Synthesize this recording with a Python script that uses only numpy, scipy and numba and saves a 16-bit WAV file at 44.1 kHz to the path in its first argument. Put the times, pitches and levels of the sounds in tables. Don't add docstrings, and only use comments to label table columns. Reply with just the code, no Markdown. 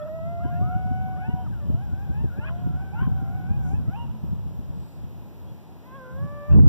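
import sys
import numpy as np
from scipy import signal
from scipy.fft import rfft, irfft
from scipy.io import wavfile
from scipy.ndimage import uniform_filter1d, map_coordinates
from numba import njit

SR = 44100
rng = np.random.default_rng(int(sys.argv[2]) if len(sys.argv) > 2 else 0)


def transcribe(u):
    v = np.clip(np.atleast_2d(u).T, -1, 1)
    q = np.round(v * 32767).astype(np.int16)
    wavfile.write(sys.argv[1], SR, q)


N = 294588


def undb(db):
    return 10 ** (np.asarray(db) / 20)


def colour(x, points):
    hz, db = np.transpose(points)
    bin_hz = np.fft.rfftfreq(N, 1 / SR)
    gain = undb(np.interp(np.log(bin_hz + 1), np.log(hz), db, -120, -120))
    gain = gain / np.sqrt(np.mean(gain ** 2))
    return irfft(rfft(x) * gain, N)


def walk(rate, size):
    k = int(SR / rate)
    steps = np.repeat(rng.standard_normal(size // k + 1), k)
    return np.sqrt(2) * uniform_filter1d(uniform_filter1d(steps, k), k)[:size]


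def add(track, s, x):
    i = max(int(s * SR), 0)
    x = x[..., :max(N - i, 0)]
    track[..., i:i + x.shape[-1]] += x


# frequency in Hz, relative level in dB per Hz.
CAPSULE_HISS_SPECTRUM = [(500, 10), (2400, -3), (3500, -6), (5000, -9.5), (7000, -13.5), (9000, -18),
                         (12000, -13), (15500, -8.5)]
CAPSULE_HISS_DB = -61.5


def capsule_hiss():
    return undb(CAPSULE_HISS_DB) * colour(rng.standard_normal((2, N)), CAPSULE_HISS_SPECTRUM)


# start in seconds, length in seconds.
BUSY_TIMES = [(0.068, .075), (0.5, .29), (2.948, 0.49), (5.08, .36)]
CLOCK_HZ = [6000, 7000, 8000, 12000, 13000, 14000]
CLOCK_DB = [-85, -86, -89, -89, -87, -68]
BLIP_START_S, BLIP_EVERY_S, BLIP_S = 1.025, .32, .075


def camera_whine():
    blips = [(at, BLIP_S) for at in np.arange(BLIP_START_S, N / SR, BLIP_EVERY_S)]
    busy = np.zeros(N)
    for at, length in BUSY_TIMES + blips:
        add(busy, at, np.ones(int(length * SR)))
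    busy = np.minimum(busy, 1)
    t = np.arange(N) / SR
    tones = sum(undb(db) * np.sin(2 * np.pi * hz * t) for hz, db in zip(CLOCK_HZ, CLOCK_DB))
    left_right = [.35, 1]
    return np.outer(left_right, uniform_filter1d(busy, size=300) * tones)


# frequency in Hz, relative level in dB per Hz.
RUSH_SPECTRUM = [(150, 17.5), (300, 7), (450, -1), (700, -5.5), (1000, -8.5), (1500, -56.5), (2400, -16),
                 (4000, -55)]
RUSH_DB, RUSH_SHARED = -48, 0.86


def distant_rush():
    shared = colour(rng.standard_normal(N), RUSH_SPECTRUM)
    own = colour(rng.standard_normal((2, N)), RUSH_SPECTRUM)
    level = undb(RUSH_DB + 0.13 * walk(0.48, N))
    return level * (np.sqrt(RUSH_SHARED) * shared + np.sqrt(1 - RUSH_SHARED) * own)


# middle in seconds, length in ms (the faded ends
# stretch it 2.5 times), centre in Hz, width in Hz, rms level in dB before the fade.
RUSTLES = [(3.69, 97, 6400, 1460, -69), (3.701, 91, 9900, 5140, -73), (4.87, 170, 7950, 920, -77),
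           (4.88, 180, 4500, 889, -74), (6.532, 92, 6500., 1540, -77)]


def rustles():
    out = np.zeros((2, N))
    for at, ms, hz, width_hz, db in RUSTLES:
        size = int(2.5 * ms * SR / 1000)
        band = signal.butter(2, [hz - width_hz / 2, hz + width_hz / 2], "band", fs=SR, output="sos")
        grit = signal.sosfilt(band, rng.standard_normal((2, size)) * undb(0.97 * walk(270, size)))
        add(out, at - size / SR / 2, undb(db) * np.hanning(size) * grit / grit.std())
    return out


# start in seconds, length in seconds, start pitch in Hz,
# end pitch in Hz, middle peak level in dB.
BIRD_WHISTLES = [(.42, .1, 3030, 3060, -73), (.6, .28, 2860, 2850, -76), (1.33, .15, 3120, 3100, -73),
                 (1.62, .25, 3060, 3010, -78), (5.46, .06, 3200, 3450, -71), (.01, .03, 3300, 3450, -66),
                 (6.17, .03, 3300, 3450, -77), (5.94, .05, 3250, 3350, -76), (6.35, .03, 3400, 3200, -78)]
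# start in seconds, length in seconds, start pitch in Hz,
# end pitch in Hz, middle peak level in dB.
SINKING_TONE = (3.95, .4, 242, 190, -41)


def bird_and_low_tone():
    out = np.zeros((2, N))
    for at, length, start_hz, end_hz, db in BIRD_WHISTLES + [SINKING_TONE]:
        size = int(length * SR)
        hz = np.linspace(start_hz, end_hz, size)
        tone = np.sin(2 * np.pi * np.cumsum(hz) / SR)
        add(out, at, undb(db + 3.0 * walk(20, size)) * np.sqrt(np.hanning(size)) * tone)
    return out


# time in seconds, left in dB, right in dB.
GUST_PRESSURE = [(0, -43.5, -42), (.35, -27.5, -34), (0.802, -25, -35.5), (1.5, -27.5, -50),
                 (2.3, -28.5, -40.5), (2.65, -33.5, -28.5), (3.05, -25.5, -32), (3.45, -29.5, -34.5),
                 (3.901, -30.5, -30.5), (4.5, -33, -38), (5.2, -38, -48), (5.9, -44.5, -61),
                 (6.11, -42, -45.5), (6.15, -36, -29.5), (6.24, -53, -22), (6.3, -37, -45),
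                 (6.46, -42, -49), (6.512, -22, -7.5), (6.599, -20, -3.5), (6.68, -27, -9)]
# middle in seconds, capsule (0 left, 1 right),
# level in dB.
SET_EDDIES = [(.457, 0, -18), (.621, 0, -19), (.762, 0, -18), (.864, 1, -25), (.92, 0, -21),
              (1.291, 0, -18), (1.342, 0, -18), (1.698, 0, -19), (1.748, 0, -18), (1.934, 0, -20),
              (2.101, 0, -22), (2.251, 0, -18), (2.391, 0, -21), (2.704, 1, -21), (2.746, 1, -22),
              (3.025, 0, -18), (3.075, 0, -17), (3.125, 0, -22), (3.231, 1, -24), (3.514, 0, -18),
              (3.74, 1, -17), (3.883, 1, -19), (3.891, 0, -20), (4.102, 1, -24), (4.242, 1, -20),
              (4.464, 1, -27), (4.702, 0, -27), (5.041, 1, -31), (6.249, 0, -24)]
# frequency in Hz, relative level in dB per Hz.
RUMBLE_SPECTRUM = [(30, -59.5), (45, -10), (65, 5), (100, 4.5), (145, 2.5), (200, -7.5), (280, -23.5),
                   (400, -32.5), (600, -47.5), (1000, -45.5), (2000, -73), (5000, -105)]
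SET_EDDY_S = 0.031
EDDY_COUNT, EDDY_DB, EDDY_S = 33, 7.5, 0.036
EDGE_LOW_HZ, EDGE_HIGH_HZ, EDGE_DB = 298 / 1.46, 298 * 1.35, -9


def gusts():
    s, *gust_db = np.transpose(GUST_PRESSURE)
    t = np.arange(N) / SR
    push = np.array([undb(np.interp(t, s, db) + 2.8 * walk(13, N)) for db in gust_db])
    thump = np.zeros((2, N))
    for at, side, db in SET_EDDIES:
        add(thump[round(side)], at - SET_EDDY_S / 2, undb(db) * np.hanning(int(SET_EDDY_S * SR)))
    for when, side, strength in rng.random((EDDY_COUNT, 3)):
        i, side = int(when * N), round(side)
        level = push[side, i] * strength * undb(EDDY_DB)
        add(thump[side], i / SR, level * np.hanning(int(EDDY_S * SR)))
    flutter = colour(rng.standard_normal((2, N)), RUMBLE_SPECTRUM)
    swing = np.sqrt(uniform_filter1d(uniform_filter1d(flutter ** 2, size=500), size=500))
    flutter = flutter / swing ** .85
    band = signal.butter(2, [EDGE_LOW_HZ, EDGE_HIGH_HZ], "band", fs=SR, output="sos")
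    edge = signal.sosfilt(band, flutter)
    edge = edge / edge.std()
    out = (push + thump) * flutter
    out = out + undb(EDGE_DB) * (thump + push ** 2) * edge
    return out + .09 * out[::-1]


# middle
# in seconds, channel (0 left, 1 right), peak level in dB, length in ms, top frequency in Hz.
EDGES_AND_CLICKS = [(.455, 0, -21, 18, 380), (.616, 0, -22, 14, 380), (1.7, 0, -24, 14, 380),
                    (2.242, 0, -17, 22, 420), (2.386, 0, -24, 12, 380), (2.7, 1, -27, 12, 330),
                    (3.733, 1, -25, 12, 380), (4.509, 1, -37, 3.5, 800), (6.53, 1, -37, 75, 1700),
                    (6.537, 1, -25, 6, 650), (6.549, 1, -20, 10, 550), (6.561, 1, -21, 8, 500),
                    (6.563, 1, -42, 1.6, 3200), (6.589, 1, -17, 5, 750), (6.599, 1, -28, 1.4, 2200),
                    (6.635, 1, -21, 16, 500)]


def thump_edges_and_clicks():
    out = np.zeros((2, N))
    for at, side, db, ms, top_hz in EDGES_AND_CLICKS:
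        size = int(ms * SR / 1000)
        burst = np.pad(np.hanning(size) * rng.standard_normal(size), (0, 400))
        burst = signal.sosfilt(signal.butter(6, top_hz, fs=SR, output="sos"), burst)
        add(out[round(side)], at - ms / 2000, undb(db) * burst / np.abs(burst).max())
    return out


VALLEY_T60_S, VALLEY_DAMP, VALLEY_DB = 1.17, 0.091, -15
ECHO_DRIFT_MS, ECHO_DRIFT_PER_S = 0.28, 60


@njit
def slopes(x, lags, gain, damp):
    line, soft, out = np.zeros((8, 16384)), np.zeros(8), np.zeros((2, len(x)))
    for i in range(len(x)):
        total = 0.
        for k in range(8):
            soft[k] += (1 - damp) * (gain[k] * line[k, (i - lags[k]) & 16383] - soft[k])
            total += soft[k]
            out[k % 2, i] += soft[k]
        for k in range(8):
            line[k, i & 16383] = x[i] + soft[k] - total / 4
    return out


def valley(pack):
    lags = rng.integers(1500, 9000, 8)
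    path = np.arange(N) - ECHO_DRIFT_MS * SR / 1000 * walk(ECHO_DRIFT_PER_S, N)
    sent = map_coordinates(pack[0], [path], order=1) + 1e-18
    echo = slopes(sent, lags, undb(-60 * lags / SR / VALLEY_T60_S), VALLEY_DAMP)
    return undb(VALLEY_DB) * (echo + 0.082 * echo[::-1])


# frequency in Hz, gain in dB.
VOICE_COLOUR = [(500, 0), (1000, 0), (1500, 1), (1800, -2), (2150, -12), (2600, -1), (3000, 0), (3600, -4)]
HALF_SHARE = 1.16


def voice(t, hz, harmonics_db, hoarse, lead_us):
    hz = hz * (1 + .003 * walk(22, len(t)) + .065 * hoarse * walk(400, len(t)))
    lead = np.outer([0, lead_us], hz) / 10 ** 6
    phase = 2 * np.pi * (np.cumsum(hz) / SR + lead)
    since_start = t - t[0] + (t[0] == 0)
    until_end = t[-1] - t + (t[-1] > 6.6)
    fade = np.clip(np.minimum(since_start, until_end) / .015, 0, 1)
    out = 0
    for k, db in enumerate(harmonics_db, start=1):
        shimmer_db = .6 * walk(25, len(t)) + 6 * hoarse * walk(500, len(t))
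        apart_db = 1.4 * np.outer([1, -1], walk(25.27, len(t)))
        colour_db = np.interp(k * hz, *np.transpose(VOICE_COLOUR))
        out = out + undb(db + colour_db + shimmer_db + apart_db) * np.sin(k * phase)
    crack = 1 + HALF_SHARE * hoarse ** 2 * np.cos(phase / 2)
    return np.sqrt(2) * fade * out * crack


# factor on the mouth's dB,
# from the second harmonic up.
MOUTH_SHARE = [0.97, 0.54, 1.07, 1.84]
RISING_DB = 1


def howl(throat, turns):
    lead_us, *overtones_db, hoarse = throat
    s, *columns = np.transpose(turns)
    t = np.arange(s[0], s[-1], 1 / SR)
    hz, db, mouth_db = (np.interp(t, s, c) for c in columns)
    hz = uniform_filter1d(uniform_filter1d(hz, size=380, mode="nearest"), size=380, mode="nearest")
    octaves_per_s = np.gradient(np.log2(hz)) * SR
    db = db + RISING_DB * np.clip(octaves_per_s, -4, 4)
    overtones = [db + share * mouth_db + o for o, share in zip(overtones_db, MOUTH_SHARE)]
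    return voice(t, hz, [db] + overtones, hoarse, lead_us)


def cry(throat, turns):
    lead_us, *harmonics_db = throat
    s, *columns = np.transpose(turns)
    t = np.arange(s[0], s[-1], 1 / SR)
    hz, db, hoarse = (np.interp(t, s, c) for c in columns)
    hz = uniform_filter1d(hz, size=400, mode="nearest")
    return voice(t, hz, [db + h for h in harmonics_db], np.clip(hoarse, 0, 1), lead_us)


# time in
# seconds, pitch in Hz, level of the first harmonic in dB, mouth opening in dB shared out to the overtones.
HOWLS = [ ((143, -17, -14, -33, 0.0076), [(0, 608, -43.5, 0), (.025, 608, -36, -11), (.055, 604, -40, -20),
         (.07, 650, -44, 2), (.09, 622, -35.5, -10), (.115, 628, -39, -13), (.158, 651, -39, -4),
         (.234, 653, -40.5, -2), (.276, 673, -40.5, -0.5), (.328, 686, -41, -4), (.38, 681, -40.5, -4.5),
         (.418, 696, -41.5, 1), (.442, 709, -44, 5), (.576, 706, -41, -0.5), (.622, 728, -40.5, -5),
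         (.665, 728, -42.5, 4), (.71, 726, -40, -3), (.74, 731, -38, -1), (.775, 739, -39.5, 1),
         (.83, 737, -43.5, 3), (.925, 740, -41, 2.5), (.955, 749, -43, 5.5), (1.1, 747, -41.5, 2),
         (1.18, 737, -44.5, 3), (1.22, 738, -42, 6), (1.3, 737, -50, 10.5), (1.39, 737, -42.5, -6),
         (1.44, 738, -50.5, 4), (1.455, 735, -62, 17), (1.48, 560, -47.5, 25)]),
         ((133, -7.5, -9.5, -29, 0.286), [(1.33, 960, -62, -30), (1.37, 970, -55, -35),
         (1.44, 960, -57, -32), (1.5, 900, -70, -12), (1.528, 815, -66, 19), (1.56, 725, -66, 15),
         (1.595, 670, -69, 14), (1.62, 578, -51.5, -3), (1.7, 570, -58, -15), (1.84, 830, -58, 2),
         (1.91, 715, -63, 7.5), (2.034, 820, -56, 1), (2.108, 752, -57, 1.5), (2.222, 925, -60, 6.5),
         (2.316, 708, -63, 16), (2.36, 735, -66, 11), (2.41, 860, -61, 12)]), ((33, -16, -7, -39, 0),
         [(2.32, 526, -60.5, 0), (2.55, 699, -52.5, -3), (2.7, 726.3, -55, -2), (2.85, 766.3, -60, 15),
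         (3.2, 769, -53.5, 1), (3.42, 783, -57.5, -6)]), ((108, -0.5, 0, -27, 0.36), [(2.64, 740, -54, -4),
         (2.72, 670, -73.5, 7), (2.8, 750, -54.5, -7), (2.85, 780, -58, -10), (2.9, 750, -68, 7),
         (2.96, 800, -67, -2)]), ((105, -8, -3.5, -33, 0.2686), [(3.15, 775, -64, 17),
         (3.26, 685, -57.5, 0.5), (3.37, 752, -52.5, -0.5), (3.454, 730, -55.5, 5), (3.564, 836, -56, -5),
         (3.658, 720, -56.5, 9), (3.712, 760, -50, -11), (3.76, 865, -63, 7), (3.88, 640, -61, 3),
         (3.95, 790, -54.5, -1)]), ((-61, -10, -8.5, -11.5, -44, 0.0162), [(5.77, 370, -97, 11),
         (5.82, 430, -92, 14), (5.87, 510, -78, 28), (5.92, 515, -65, 20), (5.965, 550.3, -53, 11.5),
         (6.0, 520.6, -48.5, 5.5), (6.08, 512.6, -51.5, 3.5), (6.15, 521, -54, 5), (6.24, 574, -50.5, 3),
         (6.3, 580, -48.5, 2.5), (6.43, 580, -46.5, 2), (6.53, 594, -47.5, 1), (6.6, 608, -53.5, -5),
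         (6.68, 630, -56.5, -3)]), ]
# time in seconds, pitch in Hz, level in dB added to every
CRIES = [ ((40, -10, -1.5, -12, -22), [(0, 651, -51, 0.24), (.05, 655, -57, 0.38), (.075, 663, -53.5, 0.68),
         (.1, 623, -62, .7)]), ((26, -18, 3, -23, -33), [(.385, 510, -70, .2), (.415, 645, -60, .2),
         (.43, 670, -67, .3)]), ((30, -18, 1, -20, -30), [(.425, 833, -69, 0.2), (.445, 805, -60, 0),
         (.485, 805, -64, .2)]), ((18, -16, 0, -14, -30), [(.44, 490, -57, 0.1), (.475, 488, -58, 0.2),
         (.515, 590, -60, 0.4)]), ((24, -16, 4, -2, -31), [(.5, 775, -65, 0.1), (.55, 857, -64.5, 0.42),
         (.6, 950, -69, 0.4)]), ((101, -25, -1, -20, -28), [(.595, 495, -61, 0.15), (.63, 598, -53, 0.2),
         (.68, 650, -53, 0.18), (.73, 693, -49.5, 0.24), (.79, 714, -58.5, .3)]), ((100, -18, 1, -20, -30),
         [(1.07, 470, -69, .2), (1.11, 524, -66, .2), (1.155, 603, -60, .25)]), ((140, -1.5, -6.5, -8, -34),
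         [(1.155, 520, -54, 0.2), (1.19, 675, -56, 0.14), (1.22, 775, -51, 0.25), (1.26, 870, -48, 0.1),
         (1.29, 923, -57, 0), (1.31, 946, -49, 0.2), (1.35, 965, -59, 0.1)]), ((140, -4.5, -17, -12, -34),
         [(2.365, 755, -54, 0), (2.4, 863, -48, 0.25), (2.42, 895, -48, 0.23), (2.44, 962, -47, 0.37),
         (2.455, 1120, -52, 0.8), (2.48, 1100, -54, 0.8), (2.5, 1044, -49, 0.74), (2.54, 1010, -53, 0.4)]),
         ((128, -18, -0.5, -3, -12.5), [(2.405, 684, -52, 0.02), (2.43, 702, -52.5, 0.1),
         (2.445, 741, -45, 0.3), (2.457, 824, -48.5, .4), (2.483, 823, -45, 0.47), (2.503, 600, -48, 0.9)]),
         ((110, -1, -22, -14, -32), [(2.92, 770, -54, 0.2), (2.945, 842, -44.5, 0.2), (2.97, 878, -54, 0.3),
         (2.99, 928, -45, .2), (3.01, 992, -49, 0.6), (3.04, 1066, -45.5, 0.46), (3.06, 1060, -53, 0.3),
         (3.1, 970, -56, .2)]), ((109, -19, -1.5, -3, -18), [(2.95, 673, -55, 0), (2.98, 694, -49, 0.25),
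         (3.0, 722, -45.5, .25), (3.02, 800, -48.5, .5), (3.035, 800, -50, 0.66), (3.055, 795, -56.5, 0.7),
         (3.085, 700, -62, .8)]), ((96, 0, -18, -7.5, -31), [(3.915, 736, -47, .1), (3.95, 805, -43, 0.24),
         (3.965, 900, -51, 0.6), (3.98, 930, -52, 0.42), (4.0, 945, -46.5, 0.25), (4.045, 947, -53, 0.24),
         (4.065, 935, -63, 0.6), (4.12, 915, -65, 0.9)]), ((92, -17, -10, -20, 0), [(3.915, 730, -70, .3),
         (3.94, 765, -69, .3), (3.955, 740, -76, 0.2), (3.975, 765, -67, .3), (4.01, 750, -73, .4)]),
         ((18, -18, 0.5, -20, -32), [(6.03, 720, -66, .05), (6.06, 705, -62, 0.14), (6.12, 705, -65, 0.1),
         (6.15, 720, -68, .05)]), ((18, -7, -6, -5, -24), [(6.49, 800, -58, 0.5), (6.525, 897, -52, 0.47),
         (6.565, 816, -51, 0.66)]), ]


def coyotes():
    pack = np.zeros((2, N))
    for throat, turns in HOWLS:
        add(pack, turns[0][0], howl(throat, turns))
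    for throat, turns in CRIES:
        add(pack, turns[0][0], cry(throat, turns))
    return pack + valley(pack)


def scene():
    background = capsule_hiss() + distant_rush() + rustles() + bird_and_low_tone()
    wind = gusts() + thump_edges_and_clicks()
    return background + wind + coyotes()


WIDEN, WIDEN_LAG = .9, 20
GAIN_KNEE, GAIN_S = .07, .07
NOISE_FLOOR_DB, PEAK_LIMIT, TOP_HZ = -92.5, .8, 15750


def record(dry):
    late = np.pad(dry[::-1], ((0, 0), (WIDEN_LAG, 0)))[:, :N]
    wide = dry - WIDEN * late + camera_whine()
    hold = 1 - np.exp(-1 / (GAIN_S * SR))
    loud = signal.lfilter([hold], [1, hold - 1], np.abs(wide).max(axis=0))
    wide = wide * np.minimum(1, (GAIN_KNEE / (loud + 1e-9)) ** .3)
    wide = wide + undb(NOISE_FLOOR_DB) * rng.standard_normal((2, N))
    wide = PEAK_LIMIT * np.tanh(wide / PEAK_LIMIT)
    return signal.sosfilt(signal.ellip(10, .2, 80, TOP_HZ, fs=SR, output="sos"), wide)


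dry = scene()
out = record(dry)
transcribe(out)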